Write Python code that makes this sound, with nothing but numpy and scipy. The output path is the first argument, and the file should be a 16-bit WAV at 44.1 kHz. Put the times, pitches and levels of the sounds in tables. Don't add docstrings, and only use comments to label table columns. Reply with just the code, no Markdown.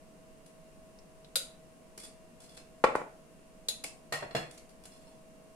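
import sys
import numpy as np
from scipy import signal
from scipy.fft import rfft, irfft, next_fast_len
from scipy.io import wavfile
from scipy.ndimage import map_coordinates

SR = 44100
rng = np.random.default_rng(int(sys.argv[2]) if len(sys.argv) > 2 else 0)


def log_audio(samples):
    frames = np.atleast_2d(samples).T
    limited = np.clip(frames, -1, 1)
    pcm = np.round(limited * 32767).astype(np.int16)
    wavfile.write(sys.argv[1], SR, pcm)


N = 245088
T = np.arange(SR * 3 // 4) / SR

# frequency_hz, left_right_likeness
ALIKE = [(30, 0.52), (130, 0.95), (550, 0.62), (1100, 0), (2000, 0), (12000, 0)]
# frequency_hz, level_db
WIRES = [(100, -10), (450, 1.5), (1100, -3.5), (2300, -4), (3300, -5.5), (4600, -0.5), (6000, -2.5),
         (7000, -1.5), (10000, 2.5), (12500, -5.5), (15000, -18)]
# frequency_hz, level_db, t60_s
STANDING_BOWL = [(925, -3, .06), (1040, -3, .06), (1104, 1, .08), (1319, -1, .08), (1863, -1, .11),
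                 (1932, -5, .09), (2326, -11, .07), (2492, -8, .08), (2724, -4, .08), (2800, -6, .06),
                 (3380, -4, .08), (4196, 0, .1), (4275, 1, .09), (5265, -5, .09), (5320, -4, .1),
                 (6980, -7, .08), (7640, -10, .08), (9000, -6, .09)]
# frequency_hz, level_db
LANDING_CRACK = [(60, -63), (480, 4), (750, 3), (1100, 2), (1500, 2.5), (2700, -3.5), (3100, -7),
                 (3400, -3), (3750, -8), (4250, 0), (4800, -4.5), (5300, -10), (5700, -10.5), (6800, -6),
                 (10000, -6), (12500, -6), (15000, -26)]

BUZZ_DB, BUZZ_RATE_PER_S = 3, 240


def amp(db):
    return 10 ** (np.asarray(db) / 20)


def fade(t60_s):
    return np.exp(-np.log(1000) * T / t60_s)


def unit(x):
    return x / np.sqrt(np.mean(x ** 2) + 1e-20)


def unit_blow(x):
    return unit(x) * np.sqrt(.01 / T[-1])


def along(points, hz):
    f, v = np.transpose(points)
    return np.interp(np.log(hz + 1), np.log(f), v)


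def filtered(x, response):
    n = x.shape[-1]
    m = next_fast_len(n + 8192)
    return irfft(rfft(x, m) * response(np.fft.rfftfreq(m, 1 / SR)), m)[..., :n]


def lowpass_denominator(f, hz):
    return 1 + 1j * np.sqrt(2) * f / hz - (f / hz) ** 2


def soften(x, hz):
    return unit_blow(filtered(x, lambda f: 1 / lowpass_denominator(f, hz)))


def radiate(x, hz):
    return filtered(x, lambda f: -(f / hz) ** 2 / lowpass_denominator(f, hz))


def wobble(rate_per_s, size=N):
    knots = rng.standard_normal(int(size * rate_per_s / SR) + 4)
    return map_coordinates(knots, [np.arange(size) * rate_per_s / SR])


def noise(response, size, alike=ALIKE):
    def shape(hz):
        angle = np.arccos(np.clip(along(alike, hz), -1, 1)) / 2
        return response(hz) * np.array([np.cos(angle), np.sin(angle)])

    mid, side = filtered(rng.standard_normal((2, size)), shape)
    return unit(np.array([mid + side, mid - side]))


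def crack(spectrum, t60_s, rise_s=0.0051):
    burst = noise(lambda hz: amp(along(spectrum, hz)), size=len(T))
    return unit_blow(burst * fade(t60_s) * (1 - np.exp(-T / rise_s)))


def ring(modes, scatter_db, spread=1, detune=0, buzz_db=0):
    out = np.zeros((2, len(T)))
    for k, (hz, db, t60_s) in enumerate(modes):
        hz = hz * (1 + detune * rng.standard_normal())
        skew = (-1) ** k * spread * np.arccos(np.clip(along(ALIKE, hz), -1, 1)) / 2
        flutter_db = buzz_db * wobble(BUZZ_RATE_PER_S, size=len(T)) if buzz_db else 0
        gain = amp(db + scatter_db * rng.standard_normal() + flutter_db)
        out += gain * fade(t60_s) * np.sin(2 * np.pi * hz * T + [[skew], [-skew]])
    return unit_blow(out * (1 - np.exp(-T / 0.00053)))


def kitchen(x, wet_db, build_s=0.0044):
    # frequency_hz, t60_s
    wall_t60 = [(150, 0.43), (500, 0.39), (1500, 0.38), (5000, 0.3), (9000, 0.31), (14000, 0.2)]
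    # frequency_hz, level_db
    wall_colour = [(60, 3.5), (200, -1.5), (480, -3.5), (700, 3), (950, -4), (1900, 0), (2600, 3),
                   (3700, -1), (5100, -1), (5700, 0), (6400, 0.5), (10000, -1), (15000, -4)]
    source = noise(lambda f: amp(along(wall_colour, f)), size=len(T))
    hz, t, bands = signal.stft(source, SR, nperseg=256)
    bands = bands * np.exp(-np.log(1000) * t / along(wall_t60, hz)[:, None])
    tail = signal.istft(bands, SR, nperseg=256)[1][:, :len(T)]
    tail = unit(tail * (1 - np.exp(-(T / build_s) ** 2))) / np.sqrt(len(T))
    return x + amp(wet_db) * signal.fftconvolve(x[:1], tail, axes=1)[:, :len(T)]


def add(track, start_s, x, pan_db=0):
    part = track[:, round(start_s * SR):][:, :len(T)]
    part += (x * amp([[pan_db / 2], [-pan_db / 2]]))[:, :part.shape[1]]


def favour(modes, hz):
    gain_db, width_octaves = 6, 0.076
    return [(f, db + gain_db * np.exp(-(np.log2(f / hz) / width_octaves) ** 2), t60_s)
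            for f, db, t60_s in modes]


def appliance():
    # frequency_hz, density_db_per_hz
    air = [(25, 1), (50, -8), (75, -12.5), (120, -15), (155, -3.5), (240, -5.5), (380, -11), (560, -12.5),
           (660, -9), (850, -19.5), (1050, -18), (1400, -23), (2850, -25.5), (3500, -30.5), (6500, -29.5),
           (9500, -27.5), (11500, -34), (15500, -44.5)]
    # frequency_hz, left_right_likeness
    air_alike = [(30, 0.0063), (130, 0.86), (300, 0.71), (640, 0), (1400, 0)]
    # multiple_of_motor_hz, level_db
    motor = [(9, -76.5), (10, -73), (13, -63.5), (14, -84), (20, -81), (22, -79.5), (56, -84)]
    motor_hz = 49.3
    out = amp(-57.0) * noise(lambda f: amp(along(air, f)), size=N, alike=air_alike)
    turns = np.cumsum(motor_hz * (1 + 0.0006 * wobble(rate_per_s=3.68))) / SR
    for multiple, db in motor:
        partial = np.sin(2 * np.pi * (multiple * turns + rng.random()))
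        out += amp(db + 1.5 * wobble(rate_per_s=6.7)) * np.sqrt(2) * partial
    return out


def wire_contact(t60_s, ring_db, hz):
    # frequency_hz, level_db, t60_s
    loops = [(3440, -2, 0.11), (4197, -6, 0.13), (4590, -4, 0.12), (5300, -6, .08), (4890, -6, 0.06),
             (7600, -3, .1), (8622, -3, .09), (9060, -2, 0.09), (9525, -3, .09), (10400, -6, .07),
             (11900, -9, .06)]
    grain = amp(4.1 * wobble(rate_per_s=320, size=len(T)))
    scrape = unit_blow(crack(WIRES, t60_s, rise_s=0.013) * grain)
    loop_ring = ring(loops, scatter_db=5.0, detune=0.00665)
    return kitchen(soften(scrape + amp(ring_db) * loop_ring, hz), wet_db=-2.5)


def wire_ticks():
    # start_s, level_db, brightness_hz
    tick_events = [(.459, -59, 14000), (1.976, -45.5, 12500), (2.57, -50, 6300), (2.953, -49, 7650),
                   (3.838, -36.5, 11600), (4.509, -52.5, 9920), (4.575, -52.5, 11100), (4.691, -61, 11960),
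                   (4.854, -50, 11200)]
    out = np.zeros((2, N))
    for start_s, db, hz in tick_events:
        add(out, start_s, amp(db) * wire_contact(t60_s=0.026, ring_db=-13.5, hz=hz))
    return out


def drips():
    # start_s, level_db, centre_hz
    drip_events = [(0.987, -60, 5440), (1.246, -58, 3930)]
    out = np.zeros((2, N))
    for start_s, db, hz in drip_events:
        narrow = noise(lambda f: 1 / np.sqrt(1 + ((f - hz) / 350) ** 2), size=len(T))
        add(out, start_s, amp(db) * kitchen(unit_blow(narrow * fade(0.044)), wet_db=-11))
    return out


def rim_clinks():
    # start_s, level_db, brightness_hz, left_right_db, jar_share_0_to_1, snap_db
    clink_events = [(1.3566, -24.5, 14700, 2.5, 0.15, -6), (1.3637, -32, 11900, -6, 0, -34),
                    (3.6850, -26.5, 9800, 2, 0.93, -10.5)]
    # frequency_hz, level_db, t60_s
    rim_modes = [(1450, 1, .017), (2350, -12, .035), (3500, -5, .03), (3733, -1, .03), (3815, -2, .04),
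                 (3955, 1, .07), (4250, -5, .025), (4613, -8, .09), (4826, -3, .03), (4940, 1, .025),
                 (5200, -2, .025), (7612, 1, .04), (9000, 2, .045), (9240, 0, .035), (9530, 0, .04),
                 (9820, -3, .04), (10750, -6, .03)]
    # frequency_hz, level_db, t60_s
    jar_modes = [(3440, -7, .035), (3540, -3, .045), (3784, 1, .055), (4030, 0, .045), (4900, -4, .04),
                 (6690, -5, .05), (6950, -7, .04), (9600, -8, .05)]
    # frequency_hz, level_db
    clink_crack = [(100, -19), (300, -17), (520, 0.5), (950, -17), (1900, -11), (3000, -9), (3800, 7),
                   (5000, -6.5), (5750, -5), (6700, 1), (8200, -1), (9500, 4.5), (12000, 1.5), (15000, -11)]
    jar_lean_db = 1
    out = np.zeros((2, N))
    for start_s, db, hz, pan_db, jar_share, snap_db in clink_events:
        rim_ring = ring(rim_modes, scatter_db=1.5, buzz_db=BUZZ_DB)
        jar_ring = ring(jar_modes, scatter_db=-0.5, buzz_db=BUZZ_DB)
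        jar_ring = jar_ring * amp([[jar_lean_db / 2], [-jar_lean_db / 2]])
        mix = (1 - jar_share) * rim_ring + jar_share * jar_ring
        glass = unit_blow(mix * (1 - np.exp(-T / 0.00068)))
        grit = amp(0.5) * crack(clink_crack, t60_s=0.04, rise_s=0.0075)
        snap = amp(snap_db) * crack(clink_crack, t60_s=0.001, rise_s=0.0001)
        clink = kitchen(soften(glass + grit + snap, hz), wet_db=-6.5, build_s=0.0048)
        add(out, start_s, amp(db) * clink, pan_db)
    return out


def wire_slides():
    # start_s, length_s, level_db, change_by_end_db, loop_ring_db
    slide_events = [(1.997, 0.074, -51, -6, -2), (2.402, 0.065, -57.5, -9, -6), (2.49, 0.088, -60.5, 1, -1),
                    (4.536, 0.028, -60.5, 0, -22.5), (4.837, .015, -56, 0, -11),
                    (4.916, .3, -63.5, -14.5, -3.5)]
    slips_per_s, scatter_db, brightness_hz = 70, 2.5, 10700
    out = np.zeros((2, N))
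    for start_s, length_s, db, change_db, ring_db in slide_events:
        slips = max(1, round(length_s * slips_per_s))
        for k in range(slips):
            slip_db = db + change_db * k / slips + scatter_db * rng.standard_normal()
            jitter = rng.uniform(-0.34, 0.46) * (k > 0)
            slip_s = start_s + length_s * (k + jitter) / slips
            add(out, slip_s, amp(slip_db) * wire_contact(0.041, ring_db, brightness_hz))
    return out


def whisk_knocks():
    # start_s, level_db, touch_brightness_hz, weight_damping_t60_s
    knock_events = [(2.8391, -14.5, 4940, 0.083), (2.952, -24, 2350, 0.014), (3.0143, -38, 1090, 0.017)]
    # frequency_hz, level_db, t60_s
    held_bowl = [(248, -18, .06), (385, -21, .04), (532, -4, .036), (612, -14, .13), (662, -18, .16),
                 (750, -13, .05), (858, -4.5, .054), (1000, -11, .03), (1056, -4, .044), (1116, -7, .065),
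                 (1335, -8, .03), (1425, -4.5, .017), (1690, -18, .03), (1830, -22, .03), (2130, -21, .03),
                 (2360, -19, .13), (2780, -19, .035), (2950, -19, .04), (4064, -14, .025)]
    # frequency_hz, level_db
    knock_crack = [(30, -7), (90, -23), (300, -14.5), (1500, 14), (2400, 5), (3400, -6), (4200, -1.5),
                   (5800, -7), (9000, -2.5), (12000, -39), (16000, -12)]
    # frequency_hz, left_right_db
    bowl_lean = [(150, -2), (380, 5.5), (700, 0.5), (1250, -1), (2500, -0.5)]
    # frequency_hz, level_db, t60_s
    jolt_modes = [(36.2, 0, 0.237), (52, 0, 0.22)]
    jolt_db, follow_s = -29, .00204
    out = np.zeros((2, N))
    lean = lambda f: amp(along(bowl_lean, f) * np.array([[.5], [-.5]]))
    for start_s, db, hz, damping_t60_s in knock_events:
        wires = radiate(ring(held_bowl, scatter_db=3) * fade(0.026), hz=830)
        touch = soften(unit_blow(wires) + amp(1.0) * crack(knock_crack, t60_s=0.041), hz)
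        damped = ring(held_bowl, scatter_db=1, spread=0.3) * fade(damping_t60_s)
        weight = soften(radiate(damped, hz=290), hz=1020)
        blow = amp(-8.0) * touch + np.roll(weight, round(follow_s * SR), axis=1)
        blow += amp(-30.0) * crack(WIRES, t60_s=0.017)
        knock = kitchen(unit_blow(blow), wet_db=-8.5, build_s=0.0099)
        add(out, start_s, amp(db) * filtered(knock, lean))
        add(out, start_s, amp(db + jolt_db) * ring(jolt_modes, scatter_db=8.0))
    return out


def handle_taps():
    # start_s, level_db
    tap_events = [(3.8442, -41.5)]
    # frequency_hz, level_db, t60_s
    handle_modes = [(474, -5, 0.051), (2190, 2, .04), (2310, -1, 0.047), (2540, -3, 0.048),
                    (2710, -11, 0.038)]
    out = np.zeros((2, N))
    for start_s, db in tap_events:
        ping = ring(handle_modes, scatter_db=0, buzz_db=BUZZ_DB)
        add(out, start_s, amp(db) * kitchen(ping, wet_db=-11.5))
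    return out


def chatter(start_s, db, modes, count):
    spacing_s, first_db, loss_db_per_touch = 0.014, -18, 1.5
    out = np.zeros((2, N))
    for k in range(count):
        touch_s = start_s + spacing_s * (k + 1 + rng.uniform(-.5, 0.36))
        touch_db = db + first_db - loss_db_per_touch * k
        touch = ring(modes, scatter_db=10, detune=0.015) * fade(0.064)
        touch += amp(2.0) * crack(LANDING_CRACK, t60_s=0.0059)
        add(out, touch_s, amp(touch_db) * kitchen(soften(touch, hz=5400), wet_db=-2.5))
    return out


def bowl_landings():
    # start_s, level_db, brightness_hz, table_thud_db, favoured_hz
    landing_events = [(4.1225, -30, 9400, -11.5, 1870), (4.2237, -39, 2300, -1.5, 600),
                      (4.3070, -47, 4200, -8, 2600), (4.3487, -31, 6940, -1, 3400)]
    # frequency_hz, level_db, t60_s
    table_modes = [(153, -11, 0.27), (205, -4, 0.07), (255, -3, 0.055), (330, -1, 0.06), (424, 0, 0.04),
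                   (480, 2, 0.055), (545, -1, .055), (598, -1, 0.07), (632, -2, 0.1), (684, -11, 0.06)]
    hard_above_db, slap_delay_s, slap_db = -35, .013, -3
    thump_db, thump_t60_s = 1, 0.05
    out = np.zeros((2, N))
    for start_s, db, hz, thud_db, favoured_hz in landing_events:
        hard = db > hard_above_db
        glass_modes = favour(STANDING_BOWL, favoured_hz)
        wood_modes = favour(table_modes, favoured_hz)
        touches = [(0, 0), (slap_delay_s, slap_db)] if hard else [(0.00042, 0)]
        for delay_s, touch_db in touches:
            contact = amp(1.5) * crack(LANDING_CRACK, t60_s=0.039, rise_s=0.0038)
            glass = soften(ring(glass_modes, scatter_db=3.5) + contact, hz)
            thud = amp(thud_db) * ring(wood_modes, scatter_db=2.5, spread=0.6, detune=0.012)
            blow = (glass + thud) * (1 - np.exp(-T / 0.0022))
            add(out, start_s + delay_s, amp(db + touch_db) * kitchen(blow, wet_db=-2.5))
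        thump = ring(wood_modes, scatter_db=1, spread=0.58) * fade(thump_t60_s)
        thump = radiate(unit_blow(thump * (1 - np.exp(-T / 0.0086))), hz=112)
        add(out, start_s, amp(db + thud_db + thump_db) * kitchen(thump, wet_db=-4.0))
        if hard:
            out += chatter(start_s + slap_delay_s, db, glass_modes, count=5)
    return out


def nudges():
    # start_s, level_db
    nudge_events = [(4.92, -61.5), (5.07, -62.5)]
    out = np.zeros((2, N))
    for start_s, db in nudge_events:
        add(out, start_s, amp(db) * kitchen(ring(STANDING_BOWL, scatter_db=9), wet_db=0))
    return out


def scene():
    out = appliance() + wire_ticks() + drips() + rim_clinks() + wire_slides()
    return out + whisk_knocks() + handle_taps() + bowl_landings() + nudges()


def record(dry):
    top_hz = 15750
    return filtered(dry, lambda hz: 1 / np.sqrt(1 + (hz / top_hz) ** 120))


dry = scene()
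out = record(dry)
log_audio(out)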